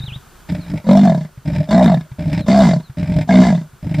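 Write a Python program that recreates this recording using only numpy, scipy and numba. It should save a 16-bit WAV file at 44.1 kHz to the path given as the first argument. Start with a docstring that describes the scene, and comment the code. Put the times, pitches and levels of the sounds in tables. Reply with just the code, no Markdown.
"""A bird's brief warble and a few soft throat flaps open over faint hiss and rumble, outdoors at night.
Close to the microphone a leopard saws: four loud rasping out-strokes, each led by a rough, quieter
in-stroke, with a fifth in-stroke at the end. Slow flaps of the vocal folds ring a deep throat resonance
and a higher mouth resonance, and each flap lets out a puff of rasp. The mouth clicks wetly, and the
bird whistles now and then in the background."""
import sys
import numpy as np
from scipy import signal
from scipy.fft import rfft, irfft
from scipy.io import wavfile
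from scipy.ndimage import uniform_filter1d
from numba import njit

SR = 44100
rng = np.random.default_rng(int(sys.argv[2]) if len(sys.argv) > 2 else 0)


def wav_out(sig):
    """Save sig, one row per channel (or a flat mono array), as 16-bit PCM at SR to the path in sys.argv[1]."""
    wavfile.write(sys.argv[1], SR, np.round(np.clip(np.atleast_2d(sig).T, -1, 1) * 32767).astype(np.int16))


N = 176400
TIME = np.arange(N) / SR

# Levels are in dB; the effort and air curves set the loudness of each already filtered layer.
BIRD_WARBLE = [(0, 3960, -32), (.007, 3580, -54), (.014, 3860, -43), (.026, 3620, -36), (.043, 4000, -36.5),
               (.051, 4430, -69), (.062, 3970, -37.5), (.088, 3000, -36.5), (.113, 2370, -42),
               (.136, 3280, -35), (.16, 3900, -39.5), (.175, 3630, -65)]  # opening call: (time [s], pitch [Hz], level [dB])
BIRD_SLURS = [(.595, -52.5), (2.384, -50.5), (2.823, -57.5)]  # falling whistles: (time [s], level [dB])
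AIR_SPECTRUM = [(15, -62), (25, 12), (158, 5), (309, -6), (373, 1), (450, -6.5), (790, -5.5), (1500, -2.5),
                (1960, -12.5), (3260, -13.5), (4500, -16), (11800, -20.5), (15000, -20.5)]  # background hiss and rumble: (frequency [Hz], level [dB])
AIR_SIDE_GAIN = [(25, -8), (100, -20), (300, -3), (1500, -13), (4000, -17.5), (7000, 2), (15000, -11)]  # its stereo width: (frequency [Hz], side minus mid [dB])
AIR_LOUDNESS = [(0, -45.5), (.5, -45), (1.3, -49.5), (2.1, -49), (2.9, -49.5), (4, -49)]  # its slow drift: (time [s], level [dB])
LONE_FLAPS = [(.003, -14), (.037, -14), (0.079, -16.5), (0.119, -17), (0.159, -16.5), (1.375, -21),
              (2.116, -17), (2.896, -18.5), (3.731, -28.5)]  # single soft flaps of the throat: (time [s], level [dB])
# effort, one list per in-stroke: (time [s], throat [dB], mouth [dB], hiss [dB])
IN_EFFORT = [
    [(0.49, -23.5, -39, -30), (0.528, -10, -36, -45), (0.55, -22.5, -30, -36.5), (0.592, -22, -42, -49),
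     (0.65, -37, -52, -49), (0.7, -24, -43, -40.5), (0.746, -14, -31, -46.5), (0.78, -22.5, -38, -38),
     (0.82, -43, -47.5, -57)],
    [(1.452, -26.5, -35, -46.5), (1.486, -11.5, -37, -35.5), (1.504, -22.5, -24, -40),
     (1.522, -14.5, -52, -42.5), (1.56, -19, -26.5, -32.5), (1.594, -10.5, -43, -41),
     (1.612, -9.5, -18.5, -37.5), (1.658, -37, -47, -47), (1.68, -36.5, -29, -53)],
    [(2.186, -19.5, -27.5, -40), (2.252, -21, -36, -41.5), (2.27, -11, -34.5, -43.5),
     (2.308, -21.5, -33, -38.5), (2.33, -13.5, -29.5, -33.5), (2.364, -16.5, -43, -33),
     (2.406, -12.5, -24.5, -33), (2.432, -35, -39, -69), (2.455, -19.5, -48, -59)],
    [(2.972, -19, -33, -39), (3.042, -14.5, -31.5, -41), (3.068, -29.5, -43, -41.5), (3.098, -9, -29, -39),
     (3.148, -19, -32, -37), (3.166, -9, -26, -37), (3.184, -11.5, -19.5, -35.5),
     (3.226, -16.5, -31, -33.5), (3.27, -37.5, -70, -73)],
    [(3.828, -24.5, -38, -41), (3.85, -18, -33, -46), (3.868, -14.5, -45, -45.5), (3.898, -26, -41, -44),
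     (3.916, -14, -38, -41), (3.934, -22, -32, -42.5), (3.952, -15.5, -41, -34), (3.978, -17, -39, -41.5),
     (3.998, -7, -16, -34)],
]
IN_HISS_SPECTRUM = [(500, 9.5), (900, 15.5), (1150, -9.5), (1450, 11), (1800, 9), (2300, 10.5),
                    (3000, -0.5), (3800, 5), (4400, -6), (5200, -5), (6300, -18), (8200, -9),
                    (10000, -46.5), (15000, -62)]  # indrawn air: (frequency [Hz], level [dB])
IN_RESONANCES = [(918, 35, 2.5), (1400, 130, 0.5), (1815, 52, -2.5), (2260, 59, 9), (2378, 39, -2.5),
                 (3670, 60, -11), (5110, 380, -6.5)]  # peaks in that hiss: (frequency [Hz], width [Hz], level [dB])
IN_GROWL_SPECTRUM = [(30, -16), (60, 7.5), (110, 14.5), (200, -9.5), (290, 10.5), (420, -32.5), (700, -28),
                     (900, -21), (1300, -74), (3000, -50)]  # low body of the in-stroke: (frequency [Hz], level [dB])
MOUTH_CLICKS = [(.4993, -50), (.7756, -36), (1.5614, -37), (2.3296, -26.5), (3.0285, -36), (3.2191, -34),
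                (3.9424, -29.5)]  # wet clicks: (time [s], level [dB])
# flapping of each out-stroke: (start [s], end [s], rise time [s], time until slowing [s],
# first rate [Hz], top rate [Hz], last rate [Hz], breath level [dB])
OUT_FLAPPING = [(.842, 1.277, .077, .202, 39.7, 49.5, 19.2, 0),
                (1.688, 2.038, .075, .152, 48, 62, 15.7, -5),
                (2.462, 2.829, .047, .152, 48.6, 66.8, 15.6, 2),
                (3.290, 3.644, .03, .165, 62, 62.5, 14.7, 4)]
# effort, one list per out-stroke: (time [s], throat [dB], mouth [dB], rasp [dB])
OUT_EFFORT = [
    [(0.84, -36, -52, -49), (0.896, -5, -14.5, -30.5), (0.992, -6.5, -17, -31.5), (1.016, -6.5, -41, -36),
     (1.048, -6, -18.5, -31.5), (1.108, -11.5, -17, -34), (1.204, -19.5, -39, -45.5),
     (1.256, -26.5, -47, -48), (1.3, -67, -60, -70)],
    [(1.682, -22, -35, -46.5), (1.722, -14.5, -19, -22), (1.746, -7, -17.5, -28),
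     (1.826, -10.5, -11.5, -27.5), (1.854, -7.5, -27, -25.5), (1.938, -11, -17, -32),
     (1.99, -16.5, -50, -45.5), (2.014, -26, -69, -45), (2.07, -46, -50, -72)],
    [(2.462, -40, -43, -45), (2.486, -9, -21, -26.5), (2.562, -9, -15.5, -28), (2.61, -9, -10.5, -26),
     (2.654, -7.5, -28.5, -23.5), (2.738, -13.5, -21, -33.5), (2.782, -14.5, -40, -47),
     (2.806, -26.5, -52, -44), (2.84, -49, -62, -64)],
    [(3.276, -21.5, -20.5, -39.5), (3.3, -10.5, -17, -24), (3.408, -2, -21.5, -27.5),
     (3.448, -13.5, -19.5, -25.5), (3.512, -10, -28.5, -31), (3.536, -11, -23, -36.5),
     (3.572, -16, -43, -42.5), (3.636, -28.5, -50, -53), (3.68, -45, -59, -94)],
]
MOUTH_GLIDE = [(.88, 530), (.94, 590), (.98, 690), (1.045, 720), (1.1, 645), (1.16, 612), (1.72, 620),
               (1.76, 675), (1.83, 625), (1.88, 720), (1.95, 612), (2.49, 600), (2.55, 695), (2.63, 625),
               (2.68, 710), (2.745, 608), (3.29, 690), (3.36, 620), (3.42, 640), (3.47, 700), (3.55, 615)]  # arching mouth resonance of the out-strokes: (time [s], frequency [Hz])
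RASP_SPECTRUM = [(500, -39), (900, 8), (1400, 10), (2200, -5.5), (2800, -7), (3700, -31), (5400, -41),
                 (6300, -27), (7600, -5.5), (10000, -41), (15000, -59.5)]  # outgoing puffs: (frequency [Hz], level [dB])
RASP_RESONANCES = [(973, 20, 13.5), (1107, 78, 5.5), (1660, 65, 6.5), (2050, 94, 8.5), (2404, 53, -4),
                   (2770, 50, -7), (3687, 195, 2), (4470, 83, 0), (5100, 410, -9)]  # peaks in that rasp: (frequency [Hz], width [Hz], level [dB])
BREATH_SPECTRUM = [(1000, -43), (3000, -10), (5000, -8), (7500, -14), (10000, -31.5), (15000, -35)]  # steady hiss between flaps: (frequency [Hz], level [dB])
OUT_GROWL_SPECTRUM = [(30, -17), (60, 12.5), (110, 0), (280, 1.5), (420, 0), (560, -2.5), (820, 0.5),
                      (1000, -6.5), (1400, -23.5), (3000, -73)]  # low body of the out-stroke: (frequency [Hz], level [dB])
VOICE_SIDE_GAIN = [(30, -16), (150, -30.5), (600, -28.5), (1200, -22.5), (2500, -26.5), (4200, -46),
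                   (6000, 0), (8000, -4.5), (12000, -1.5)]  # stereo width of cat and bird: (frequency [Hz], side minus mid [dB])


def from_db(db):
    """Decibels to gain."""
    return 10 ** (np.asarray(db) / 20)


def rms_one(x):
    """Scale to unit power."""
    return x / np.sqrt(np.mean(x ** 2) + 1e-20)


def noise():
    """White noise."""
    return rng.standard_normal(N)


def wander(samples):
    """Slow random drift of unit power."""
    return rms_one(uniform_filter1d(uniform_filter1d(noise(), samples), samples))


def in_time(rows):
    """Each column of a curve at every sample."""
    times, *columns = np.transpose(rows)
    return [np.interp(TIME, times, column) for column in columns]


def gate_and_levels(strokes):
    """A gate that is open during each stroke, then the strokes' level curves."""
    gate = sum((TIME >= rows[0][0]) & (TIME <= rows[-1][0]) for rows in strokes)
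    return [uniform_filter1d(gate * 1., 200)] + in_time([row for rows in strokes for row in rows])


def colour(x, points):
    """Filter by a smooth spectrum."""
    hz, db = np.transpose(points)
    bins = np.maximum(np.arange(N + 1) * SR / (2 * N), 1)
    gain = from_db(np.interp(np.log(bins), np.log(hz), db))
    return irfft(rfft(x, 2 * N) * gain)[:N]


@njit
def glide(x, angle, radius):
    """Two-pole resonator with a moving centre and damping."""
    out, state = np.zeros(len(x)), 0j
    for i in range(len(x)):
        state = state * radius[i] * np.exp(1j * angle[i]) + x[i]
        out[i] = state.real
    return out


def resonate(x, hz, width_hz):
    """A resonance with about unit gain at its peak."""
    radius = np.exp(-np.pi * np.abs(width_hz) / SR) * np.ones(N)
    return 2 * (1 - radius.mean()) * glide(x + 1e-18, 2 * np.pi * hz / SR * np.ones(N), radius)


def band(x, low_hz, high_hz, order=1):
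    """Band-pass."""
    return signal.sosfilt(signal.butter(order, [low_hz, high_hz], "band", fs=SR, output="sos"), x)


def even(x, samples=1100):
    """Hold the level steady over a few flaps, keeping each flap's shape."""
    power = uniform_filter1d(uniform_filter1d(x ** 2, samples), samples)
    return x / np.sqrt(np.abs(power) + 1e-3 * np.mean(x ** 2))


def strikes(rows):
    """One click for each (time [s], level [dB])."""
    clicks = np.zeros(N)
    for start, db in rows:
        clicks[int(max(start, 0) * SR)] = from_db(db)
    return clicks


def flaps(rate_hz, spread_db):
    """One click of uneven strength at the start of each cycle of the folds."""
    cycle = np.ceil(np.cumsum(rate_hz) / SR)
    return (np.diff(cycle, prepend=0) > 0) * from_db(spread_db * noise())


def opening(clicks, decay_s):
    """An envelope that flies open at each click and closes again."""
    return signal.lfilter([1], [1, -np.exp(-1 / (decay_s * SR))], clicks + 1e-18)


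def puffs(clicks, decay_s, leak, rise_s=.0012):
    """Turbulence that swells and dies with each flap, over a steady leak."""
    pole = np.exp(-1 / (rise_s * SR))
    flow = signal.lfilter([1 - pole], [1, -pole], opening(clicks, decay_s))
    return (1.39 * flow + leak) * noise()


def bird(slur_s=.09, from_hz=4550, to_hz=3330):
    """A bird in the background whistles a near-sine warble, then single falling slurs."""
    hz, db = in_time(BIRD_WARBLE)
    song = np.sqrt(2) * from_db(db) * np.sin(2 * np.pi * np.cumsum(hz) / SR)
    song *= TIME < BIRD_WARBLE[-1][0]
    for start, db in BIRD_SLURS:
        progress = np.clip((TIME - start) / slur_s, 0, 1)
        hz = from_hz * (to_hz / from_hz) ** progress
        swell = np.interp(progress, [0, .2, .7, 1], [.059, 2.53, .85, 0])
        song += from_db(db) * swell * np.sin(2 * np.pi * np.cumsum(hz) / SR)
    return song


def night_air():
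    """Faint hiss and rumble all around the microphone, in stereo."""
    db, = in_time(AIR_LOUDNESS)
    mid = rms_one(colour(noise(), AIR_SPECTRUM))
    side = colour(rms_one(colour(noise(), AIR_SPECTRUM)), AIR_SIDE_GAIN)
    return from_db(db) * np.array([mid + side, mid - side])


def gulps(throat_hz=134.3, t60_s=.093):
    """Lone flaps ring the relaxed throat, each with a small puff."""
    clicks = strikes(LONE_FLAPS)
    radius, angle = from_db(-60 / (t60_s * SR)), 2 * np.pi * throat_hz / SR
    poles = [1, -2 * radius * np.cos(angle), radius ** 2]
    ring = signal.lfilter([0, np.sin(angle)], poles, clicks + 1e-18)
    hiss = colour(puffs(clicks, decay_s=.0092, leak=0), IN_HISS_SPECTRUM)
    return band(ring, 38, 134) + from_db(-30) * hiss


def in_strokes(flap_hz=53.9, jitter=.3):
    """Air drawn back in makes the slack folds snore unevenly, with more hiss."""
    unevenness = rms_one(uniform_filter1d(noise(), 700))
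    clicks = flaps(flap_hz * np.exp(jitter * unevenness), spread_db=3)
    air = puffs(clicks, decay_s=.005, leak=.22)
    throat = resonate(band(clicks + .034 * air, 137, 237), hz=155.9, width_hz=21.7)
    mouth = resonate(band(clicks + .057 * air, 420, 1004, order=2), hz=607.6, width_hz=21.7)
    peaks = sum(from_db(db) * (-1) ** k * resonate(air + 3 * clicks, hz, width_hz)
                for k, (hz, width_hz, db) in enumerate(IN_RESONANCES))
    hiss = colour(air, IN_HISS_SPECTRUM) + from_db(7) * peaks
    growl = colour(clicks + .075 * air, IN_GROWL_SPECTRUM)
    gate, throat_db, mouth_db, hiss_db = gate_and_levels(IN_EFFORT)
    return gate * (from_db(throat_db - 3) * even(throat) + from_db(mouth_db - 2.5) * even(mouth)
                   + from_db(hiss_db + .5) * even(hiss) + from_db(throat_db - 7) * even(growl))


def smacks():
    """Short wet crackles in the mouth, heard at close range."""
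    crackle = rms_one(resonate(noise(), hz=2175, width_hz=167))
    return crackle * opening(strikes(MOUTH_CLICKS), decay_s=.01)


def out_strokes(start_hz=197.6, top_hz=209.6, end_hz=156.3, sink_delay_s=.0091, sink_s=.11):
    """The flapping speeds up, holds, then slows while the throat resonance sinks."""
    clicks, throat_glide = np.zeros(N), []
    for start, end, rise, slow, first, top, last, _ in OUT_FLAPPING:
        times = [start, start + rise, start + slow, end]
        rate_hz = np.interp(TIME, times, [first, top, top, last], left=0, right=0)
        clicks += flaps(rate_hz, spread_db=1.3)
        sink_at = start + slow + sink_delay_s
        throat_glide += [(start, start_hz), (start + rise, top_hz), (sink_at, top_hz),
                         (sink_at + sink_s, end_hz), (end + sink_s, end_hz)]
    throat_hz, = in_time(throat_glide)
    mouth_hz, = in_time(MOUTH_GLIDE)
    air = puffs(clicks, decay_s=.0048, leak=.15)
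    damping_hz = 55 * opening(clicks, decay_s=.002)  # open folds damp the ringing
    throat = resonate(band(clicks + .01 * air, 126, 243, order=2), throat_hz, 22 + damping_hz)
    mouth = resonate(band(clicks + .035 * air, 556, 960, order=2), mouth_hz, 34 + damping_hz)
    rasp = out_rasp(clicks, air)
    growl = colour(puffs(clicks, decay_s=.0048, leak=.16), OUT_GROWL_SPECTRUM)
    gate, throat_db, mouth_db, rasp_db = gate_and_levels(OUT_EFFORT)
    return gate * (from_db(throat_db) * even(throat, samples=750) + from_db(mouth_db + 1.5) * even(mouth)
                   + from_db(rasp_db + .5) * even(rasp) + from_db(rasp_db + 2.5) * even(growl))


def out_rasp(clicks, air, flicker_db=3.5, drift=.025):
    """Each flap's snap and puff ring higher resonances that flicker and drift, over steady breath."""
    peaks = np.zeros(N)
    for k, (hz, width_hz, db) in enumerate(RASP_RESONANCES):
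        gain = from_db(db + flicker_db * wander(900)) * (-1) ** k  # neighbours alternate in polarity
        centre_hz = hz * (1 + drift * wander(2500))
        peaks += gain * resonate(air + 3 * clicks, centre_hz, width_hz)
    breath_db, = in_time([(t, db) for start, end, *_, db in OUT_FLAPPING for t in (start, end)])
    breath = from_db(breath_db) * colour(noise(), BREATH_SPECTRUM)
    return colour(air, RASP_SPECTRUM) + from_db(10) * peaks + breath


def reflections(x, t60_s, db):
    """A faint, short scatter from the surroundings, reaching the microphone after the direct sound."""
    t = TIME[:SR // 2]
    tail = rng.standard_normal(len(t)) * from_db(-60 * t / t60_s) * (t > .01)
    return from_db(db) * signal.fftconvolve(x, tail / np.sqrt(np.sum(tail ** 2)))[:N]


def spread(x):
    """Centred in the bass; the treble scatters between the two channels."""
    scatter = irfft(np.exp(2j * np.pi * rng.random(385)))
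    side = colour(signal.fftconvolve(x, scatter, "same"), VOICE_SIDE_GAIN)
    return np.array([x + side, x - side])


def scene():
    """The leopard close and nearly dry, the bird with more echo, the night air around both."""
    leopard = out_strokes() + in_strokes() + gulps() + smacks()
    song = bird()
    echoes = reflections(leopard, t60_s=.2, db=-20) + reflections(song, t60_s=.17, db=-10)
    return spread(leopard + song + echoes) + night_air()


def record(dry, ceiling=.97, stopband_hz=16100):
    """The recorder rounds the highest peaks and cuts the top of the treble."""
    rounded = dry / (1 + (dry / ceiling) ** 6) ** (1 / 6)
    return signal.sosfilt(signal.cheby2(16, 70, stopband_hz, fs=SR, output="sos"), rounded)


dry = scene()
out = record(dry)
wav_out(out)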